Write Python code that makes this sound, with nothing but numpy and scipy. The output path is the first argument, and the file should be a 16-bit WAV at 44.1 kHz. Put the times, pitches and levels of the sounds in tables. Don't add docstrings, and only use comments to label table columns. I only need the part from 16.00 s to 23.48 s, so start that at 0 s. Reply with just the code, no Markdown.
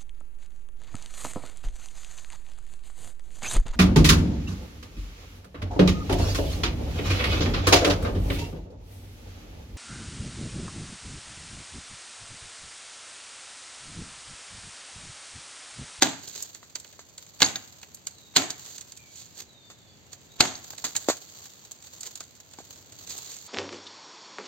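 import sys
import numpy as np
from scipy import signal
from scipy.fft import rfft, irfft, next_fast_len
from scipy.io import wavfile
from scipy.ndimage import map_coordinates

SR = 44100
rng = np.random.default_rng(int(sys.argv[2]) if len(sys.argv) > 2 else 0)


def int16_out(signal):
    q = np.round(np.clip(np.atleast_2d(signal).T, -1, 1) * 32767)
    wavfile.write(sys.argv[1], SR, q.astype(np.int16))


N = 329868
T = np.arange(SR // 2) / SR


def amp(db):
    return 10 ** (np.asarray(db) / 20)


def unit(x):
    return x / np.sqrt(np.mean(x ** 2) + 1e-20)


def along(points, hz):
    f, v = np.transpose(points)
    return np.interp(np.log(hz + 1), np.log(f + 1), v)


def wobble(rate_hz):
    knots = rng.standard_normal(int(N * rate_hz / SR) + 4)
    return map_coordinates(knots, [np.arange(N) * rate_hz / SR], order=1)


def filtered(x, response):
    n = x.shape[-1]
    m = next_fast_len(n + 4096)
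    return irfft(rfft(x, m) * response(np.fft.rfftfreq(m, 1 / SR)), m)[..., :n]


def resonance(hz, centre_hz, q):
    damping = 1j * hz * centre_hz / q
    return damping / (centre_hz ** 2 - hz ** 2 + damping)


def spread(pair, gain, alike):
    def response(hz):
        turn = np.arccos(np.clip(along(alike, hz), -1, 1)) / 2
        return gain(hz) * np.array([np.cos(turn), np.sin(turn)])
    mid, side = filtered(pair, response)
    return np.array([mid + side, mid - side])


def noise(spectrum, alike, size):
    pair = rng.standard_normal((2, size))
    return unit(spread(pair, lambda hz: amp(along(spectrum, hz)), alike))


def burst(t, rise, t60):
    return amp(-60 * np.where(t < 0, -t / rise, t / t60))


def ring(modes, size, detune):
    hz, db, t60 = np.transpose(modes)[..., None]
    strength, shift, phase = rng.standard_normal((3, len(modes), 1))
    t = T[:size]
    decay = amp(db + 2 * strength - 60 * t / t60)
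    tones = np.sin(2 * np.pi * (hz * (1 + detune * shift) * t + phase))
    onset = 1 - np.exp(-t / 0.00097)
    return np.sum(decay * tones, 0) * onset


def crackle(rate, spread_db, life_s, size):
    strength = amp(spread_db * np.minimum(rng.exponential(size=size), 4))
    hits = (rng.random(size) < rate / SR) * strength
    return unit(signal.lfilter([1], [1, -np.exp(-1 / (life_s * SR))], hits))


def lagged(x, left_lead_s):
    return filtered(x, lambda hz: np.exp(1j * np.pi * hz * left_lead_s * np.array([[1], [-1]])))


def add(track, s, sound):
    start = round(s * SR)
    part = sound[..., max(-start, 0):N - start]
    track[:, max(start, 0):][:, :part.shape[-1]] += part


# frequency in Hz, relative density in dB.
AIR_SPECTRUM = [(25, -30), (50, -7.5), (90, 3), (130, -1), (250, -7.5), (600, -12.5), (1200, -19),
                (3000, -19), (7000, -17), (15000, -32)]
# frequency in Hz, left-right likeness (1 = identical).
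DIFFUSE_LIKENESS = [(25, 0.18), (70, 0.55), (130, 0.4), (290, 0.47), (640, 0.51), (1400, 0.0011), (3000, 0),
                    (15000, 0.62)]


def air():
    return amp(-55.0 + 1.3 * wobble(1.7)) * noise(AIR_SPECTRUM, DIFFUSE_LIKENESS, size=N)


# frequency in Hz, tail gain in dB.
SCATTER_GAIN = [(40, -22), (110, 9.5), (180, 1.5), (280, 10.5), (480, 2), (750, 6), (1100, -3.5),
                (2200, -3.5), (4200, -10), (7000, -4.5), (14000, -11.5)]
# frequency in Hz, t60 in s.
GROVE_T60 = [(80, 0.89), (250, 0.23), (600, 0.37), (1500, 0.53), (4000, 0.42), (12000, 0.38)]


def grove(x):
    hz, t, z = signal.stft(rng.standard_normal((2, len(T))), SR, nperseg=256)
    swell = np.exp(-((t - .07) / 0.0072) ** 2)
    swell_db = along([(300, 2.8), (1200, 0.89), (5000, 2.8)], hz)[:, None] * swell
    decay_db = -60 * t / along(GROVE_T60, hz)[:, None]
    tail = signal.istft(z * amp(swell_db + decay_db), SR, nperseg=256)[1][:, :len(T)]
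    tail = tail * (1 - np.exp(-T / 0.0021))
    tail = tail / np.linalg.norm(tail[0])
    tail = spread(tail, lambda f: amp(along(SCATTER_GAIN, f)), DIFFUSE_LIKENESS)
    return signal.fftconvolve(x, tail, axes=1)


def scatter(x):
    out, step = np.zeros((2, N)), SR * 2 // 3
    for start in range(0, N, step):
        add(out, start / SR, grove(x[:, start:start + step]))
    return out


def all_round(source, count):
    return sum(scatter(source()) for _ in range(count)) / np.sqrt(count)


# start in seconds, length in s, end pitch in Hz, relative level in dB.
WHISTLES = [(2.099, 0.26, 3750, -61), (2.928, 0.18, 2270, -65), (3.448, 0.29, 3585, -59.5),
            (3.732, 0.25, 3406, -64.5)]
# start in seconds, end pitch in Hz, relative level in dB.
FLICKS = [(3.602, 4550, -59), (3.785, 4500, -67), (3.865, 4650, -63), (4.29, 3900, -57.5)]
WHISTLE_FALL_HZ = 720
FLICK_S, FLICK_RISE_HZ = .065, 507


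def bird():
    out, quaver, flutter = np.zeros((2, N)), wobble(70), amp(3 * wobble(45))
    falling = [(s, length, WHISTLE_FALL_HZ, hz, db) for s, length, hz, db in WHISTLES]
    rising = [(s, FLICK_S, -FLICK_RISE_HZ, hz, db) for s, hz, db in FLICKS]
    for s, length, glide_hz, end_hz, db in falling + rising:
        u = np.linspace(0, 1, int(length * SR))
        now = slice(int(s * SR), int(s * SR) + len(u))
        hz = (end_hz + glide_hz * (1 - u) ** 4) * (1 + 0.0075 * quaver[now])
        shape = np.abs(np.sin(np.pi * u ** 0.62)) ** .5
        tone = np.sin(2 * np.pi * np.cumsum(hz) / SR)
        add(out, s, amp(db + 6.5) * flutter[now] * shape * tone)
    return out


# time in seconds, relative level in dB.
STIR = [(0.2, -64), (0.44, -45.5), (0.62, -57.5), (1.15, -57.5), (1.62, -50.5), (1.88, -59), (2.33, -56.5),
        (2.66, -47), (3.0, -58.5), (3.85, -66.5), (4.35, -60), (4.98, -44.5), (5.45, -49), (5.75, -55.5),
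        (6.02, -48.5), (6.42, -58.5), (6.9, -52.5), (7.2, -44), (7.48, -51.0)]


def stirring(s):
    return np.interp(s, *np.transpose(STIR))


# frequency in Hz, relative density in dB.
LEAF_SPECTRUM = [(60, -40), (300, -4.5), (1000, -3), (2400, -6.5), (4200, 2.5), (7000, 7.5), (11000, -5.5),
                 (15000, 0.5)]
RUSTLE_OVER_STIR_DB, RUSTLE_SWAY_DB = 5, 1.5


def rustle():
    level_db = stirring(np.arange(N) / SR) + RUSTLE_OVER_STIR_DB + RUSTLE_SWAY_DB * wobble(9)
    fine = crackle(rate=460, spread_db=1.5, life_s=0.0019, size=N)
    coarse = crackle(rate=36, spread_db=6.5, life_s=0.0053, size=N)
    leaves = noise(LEAF_SPECTRUM, [(300, 0.56), (3000, 0.16), (12000, 0.37)], size=N)
    grains = unit((fine + 0.67 * coarse + .5) * leaves)
    return lagged(amp(level_db + 0.14 * wobble(45)) * grains, left_lead_s=0.000223)


# frequency in Hz, left-right likeness (1 = identical).
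DIRECT_LIKENESS = [(40, .6), (130, 1), (500, 1), (2000, 0.81), (7000, 0.41), (15000, 0.22)]
# start in seconds, relative level in dB, pitch in Hz,
# relative litter crunch in dB.
THUDS = [(0.629, -38.5, 1180, -7), (0.992, -36, 1130, -5.5), (3.701, -41, 740, -1), (4.734, -35, 900, -33),
         (4.841, -27.5, 900, 4.5), (5.0857, -7, 520, -12), (5.0984, -11, 574, -11), (6.075, -44, 600, -18),
         (6.207, -36, 686, -8), (6.586, -31.5, 473, -8.5), (6.602, -35.5, 433, -15)]
# multiple of its pitch, relative level in dB, sharpness Q.
CHUNK_MODES = [(.55, 3.5, 1.96), (1.05, 5, 2.7), (1.75, 5, 5.8), (3.5, -13.5, 3.3)]


def thuds():
    out, t = np.zeros((2, N)), T[:SR // 8]
    litter_spectrum = [(300, -8.0), (1500, 2.5), (2800, -3.5), (4200, 4.0), (7000, 8), (15000, -9.5)]
    for s, db, hz, crunch_db in THUDS:
        grit = amp(-18.5 - 60 * t / 0.027) * rng.standard_normal(len(t))
        contact = 1. 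* (t == 0) + grit

        def body(f):
            return sum((-1) ** k * amp(level) * resonance(f, ratio * hz, q)
                       for k, (ratio, level, q) in enumerate(CHUNK_MODES))

        knock = filtered(contact, lambda f: body(f) / (1 + 1j * f / (5.1 * hz)))
        litter = noise(litter_spectrum, DIRECT_LIKENESS, size=len(t))
        crunch = amp(crunch_db) * burst(t - .001, rise=0.011, t60=0.14) * litter
        add(out, s, amp(db) * (0.075 * unit(knock) + crunch))
    return out


TWIGS_PER_S, TWIG_OVER_STIR_DB, TWIG_SPREAD_DB, TWIG_WOOD_DB = 6, 18.5, 0.5, -17.5


def twigs():
    draws = rng.random((80, 3))
    times = (np.arange(len(draws)) + draws[:, 0]) / TWIGS_PER_S
    strength_db, wood_db = TWIG_SPREAD_DB * (2 * draws[:, 1:].T - 1)
    levels_db = stirring(times) + TWIG_OVER_STIR_DB + strength_db
    rows = np.transpose([times, levels_db, TWIG_WOOD_DB + wood_db])
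    return rows[times < N / SR]


# start in seconds, relative level in dB,
# relative wood level under the tick in dB.
SNAPS = [(0.2862, -22, -39), (0.4259, -13, -43), (0.5488, -29.5, -12), (0.7556, -17, -15.5),
         (0.8006, -26.5, -28), (0.846, -35.5, -7), (0.928, -35.5, -11.5), (1.1808, -24.5, -19),
         (1.4045, -20.5, -4), (1.5574, -28.5, -1), (1.8305, -32, -6), (1.9475, -21.5, -51),
         (2.0703, -15, -21.5), (2.5052, -16, -17.5), (2.7819, -23.5, -21), (2.811, -24.5, -21.5),
         (2.9219, -28, -20.5), (2.9741, -28, -24), (4.131, -34, -13.5), (4.782, -23.5, -16.5),
         (4.9533, -22.5, -6.5), (4.9654, -6, -25), (5.7184, -23.5, -35), (5.8708, -32.5, -17),
         (6.0095, -18.5, -33), (6.0324, -22, -19.5), (6.1564, -22, -25), (6.2058, -23.5, -14),
         (6.5365, -32.5, -12), (7.0982, -23, -40), (7.1796, -21, -39), (7.3667, -28, -19.5)]
# frequency in Hz, relative density in dB.
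SPLINTER_SPECTRUM = [(100, -40), (1200, -52), (2800, -15), (4200, -4), (7000, 3), (9500, 6.5), (15000, -23)]
SNAP_BODY_DB, SNAP_LEFT_OVER_RIGHT_DB = -5, -1.5
THIN_WOOD_DB, THIN_TILT = -21.5, 0.4


def snaps(rows):
    out, t = np.zeros((2, N)), T[:SR // 12] - .005
    size = len(t)
    middle_spectrum = [(700, -17), (1500, 1.5), (2600, 0.5), (4500, -6.0)]
    body_spectrum = [(120, -9.5), (330, 0.0), (900, 4.0), (2000, -46.5)]
    for s, db, wood_db in rows:
        fraying = amp(-0.5) * burst(t, rise=0.0066, t60=0.056)
        crack = burst(t - .0008, rise=0.016, t60=0.0049) + fraying
        tilt_db = THIN_TILT * (THIN_WOOD_DB - wood_db)
        tick = [(hz, level + tilt_db * np.log2(hz / 7000)) for hz, level in SPLINTER_SPECTRUM]
        middle = amp(wood_db + 7) * noise(middle_spectrum, DIRECT_LIKENESS, size)
        body = amp(wood_db + SNAP_BODY_DB) * noise(body_spectrum, DIRECT_LIKENESS, size)
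        knock = (middle + body) * burst(t - .001, rise=0.0092, t60=0.055)
        add(out, s + t[0], amp(db - 8) * (crack * noise(tick, DIRECT_LIKENESS, size) + knock))
    return out * amp(np.array([[.5], [-.5]]) * SNAP_LEFT_OVER_RIGHT_DB)


# time of the strongest rub in seconds, 60 dB swell in s,
# 60 dB fade in s, relative level in dB, relative rasp in dB.
SCRAPES = [(0.395, 1, 0.24, -35, -13.5), (2.765, 0.73, 0.1, -38.5, -14), (3.19, 0.47, 0.48, -40.5, -18),
           (3.400, 0.16, 0.11, -31.5, -12.5), (4.133, .04, 0.046, -31.5, -14),
           (4.850, 0.017, 0.17, -25, -10.5), (6.065, 0.045, 0.085, -32, -12.5),
           (7.114, 0.12, 0.13, -30.5, -14), (7.329, 0.72, 0.61, -38.5, -34)]


def scrapes():
    out, t = np.zeros((2, N)), T - .25
    size = len(t)
    hiss_spectrum = [(1000, -27.0), (2800, -9.5), (4200, -0.5), (7000, 4), (15000, -10.0)]
    rasp_spectrum = [(120, -11), (350, 1.5), (1000, -5), (1700, -4.0), (3500, -9.0)]
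    for s, swell_s, fade_s, db, rasp_db in SCRAPES:
        hiss = noise(hiss_spectrum, DIRECT_LIKENESS, size)
        rasp = amp(rasp_db) * noise(rasp_spectrum, DIRECT_LIKENESS, size)
        slips = unit(0.5 + crackle(rate=700, spread_db=5.5, life_s=0.0024, size=size))
        add(out, s + t[0], amp(db) * burst(t, swell_s, fade_s) * slips * (hiss + rasp))
    return out * amp([[-1], [1]])


# frequency in Hz, relative level in dB, t60 in s.
BLADE_MODES = [(3640, -7, 0.028), (3820, 0.5, 0.011), (4550, -1.5, .025), (4360, -5, 0.02), (5130, 5, .025),
               (6450, 13, 0.052), (6600, -23.5, .03)]
# start in seconds, relative level in dB, most favoured frequency in Hz.
CLINKS = [(0.757, -29, 4380), (1.4445, -11, 4550), (1.46, -17.5, 4500), (1.557, -14, 3800),
          (2.505, -18, 4100), (4.553, -29, 4304)]


def clinks():
    out = np.zeros((2, N))
    for s, db, bright_hz in CLINKS:
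        modes = [(hz, level - 45 * abs(np.log(hz / bright_hz)), t60) for hz, level, t60 in BLADE_MODES]
        add(out, s, amp(db) * ring(modes, size=SR // 8, detune=0.019))
    return out


# start in seconds, crack in dB, split delay in s, split in dB,
# last tear delay in s, tear in dB, culm ring in dB, low push in dB; all levels relative.
CHOPS = [(0.0226, -4.5, 0.0034, -16, 0.0084, -1.5, -16, -44.5),
         (1.4194, -3.5, 0.0016, -17.5, 0.0097, -3.5, -17, -37.5),
         (2.3627, -5.5, 0.0048, 1, 0.014, -10, -27, -44),
         (4.405, -5.5, 0.0016, 1.5, 0.0051, -13, -21.5, -24)]
SPLINTERING_DB, SPLINTERING_RISE_S, SPLINTERING_T60_S = -28.5, 0.1, 0.31


def splintering():
    out, t = np.zeros((2, N)), T - .05
    spectrum = [(200, -12), (700, 2.5), (2000, -4), (4500, -1.5), (7500, -2), (15000, -13)]
    for s, *_ in CHOPS:
        grains = crackle(rate=260, spread_db=3.0, life_s=0.00066, size=len(t))
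        wood = noise(spectrum, DIRECT_LIKENESS, size=len(t))
        envelope = amp(SPLINTERING_DB) * burst(t, SPLINTERING_RISE_S, SPLINTERING_T60_S)
        add(out, s + .02 + t[0], envelope * grains * wood)
    return out


# frequency in Hz, relative level in dB, t60 in s.
CULM_MODES = [(113, -8.5, 0.067), (212, -6, .07), (250.7, -3, 0.28), (302, -3.5, 0.068), (407, -25, 0.048),
              (582, 2, 0.075), (712, 1.5, 0.16), (801, 8.5, 0.056), (900, 6, .04), (1016, -17.5, 0.11),
              (1434, 4, 0.11), (1650, 9, 0.076), (2070, 14.5, 0.051), (2345, -25, 0.085),
              (2840, 17.5, 0.012)]


def rings():
    out, t = np.zeros((2, N)), T - .02
    u = t / .003
    push = -u * np.exp(-u ** 2 / 2)
    for s, *_, culm_db, push_db in CHOPS:
        add(out, s, amp(culm_db - 13.5) * ring(CULM_MODES, size=len(T), detune=0.023))
        add(out, s + t[0], amp(push_db) * push)
    return out


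# frequency in Hz, relative density in dB.
CRACK_SPECTRUM = [(30, -44.5), (70, -34), (150, -11.5), (280, -2.5), (500, -10.5), (900, -7), (1600, -6),
                  (2500, -6.5), (4000, 2.5), (7000, 0), (9000, -0.5), (15000, -23.5)]


def cracks():
    out, t = np.zeros((2, N)), T - .02
    for s, db, split_s, split_db, tear_s, tear_db, _, _ in CHOPS:
        bite = burst(t - .0008, rise=0.0072, t60=0.023)
        split = amp(split_db) * burst(t - split_s, rise=0.0029, t60=0.033)
        tear = amp(tear_db) * burst(t - tear_s, rise=0.0013, t60=0.024)
        crush = amp(-14) * burst(t, rise=.03, t60=.08)
        envelope = np.sqrt(bite ** 2 + split ** 2 + tear ** 2 + crush ** 2)
        fibres = unit(2.0 + crackle(rate=2520, spread_db=0.5, life_s=0.000084, size=len(t)))
        add(out, s + t[0], amp(db) * envelope * fibres * noise(CRACK_SPECTRUM, DIRECT_LIKENESS, size=len(t)))
    return out


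def scene():
    wood, landings, song = rings(), thuds(), bird()
    small = snaps(SNAPS) + snaps(twigs()) + scrapes() + clinks()
    near = lagged(cracks() + splintering() + wood + small, left_lead_s=4.8e-5)
    near = near + lagged(landings, left_lead_s=0.00011)
    chop_tails = amp(-3.5) * all_round(cracks, count=4)
    echoes = scatter(amp(-16.5) * wood + amp(-11.5) * small + amp(-27.5) * landings + amp(5) * song)
    return near + chop_tails + echoes + amp(-12) * song + rustle() + air()


# frequency in Hz, gain in dB.
MIC_TREBLE = [(4720, 0), (4900, -7), (6000, -7), (6200, 0), (7600, -1), (7900, -9), (8450, -10),
              (8900, -28), (11300, -32), (11650, -5), (15800, -5), (16150, -30)]
# frequency in Hz, left over right in dB.
LEFT_OVER_RIGHT = [(40, -17), (100, 2.5), (220, 2), (800, 0), (2200, 0.5), (4400, -3.5), (8000, -3),
                   (13000, 1.5)]
LOW_CUT_HZ, TOP_HZ = 56, 16700


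def record(dry):
    def port_response(hz):
        low_cut = (1j * hz / (LOW_CUT_HZ + 1j * hz)) ** 2
        return low_cut * amp(np.array([[.5], [-.5]]) * along(LEFT_OVER_RIGHT, hz))
    ports = filtered(dry, port_response)
    rounded = ports / (1 + (ports / 1.15) ** 6) ** (1 / 6)
    return filtered(rounded, lambda hz: amp(along(MIC_TREBLE, hz)) * (hz < TOP_HZ))


dry = scene()
out = record(dry)
int16_out(out)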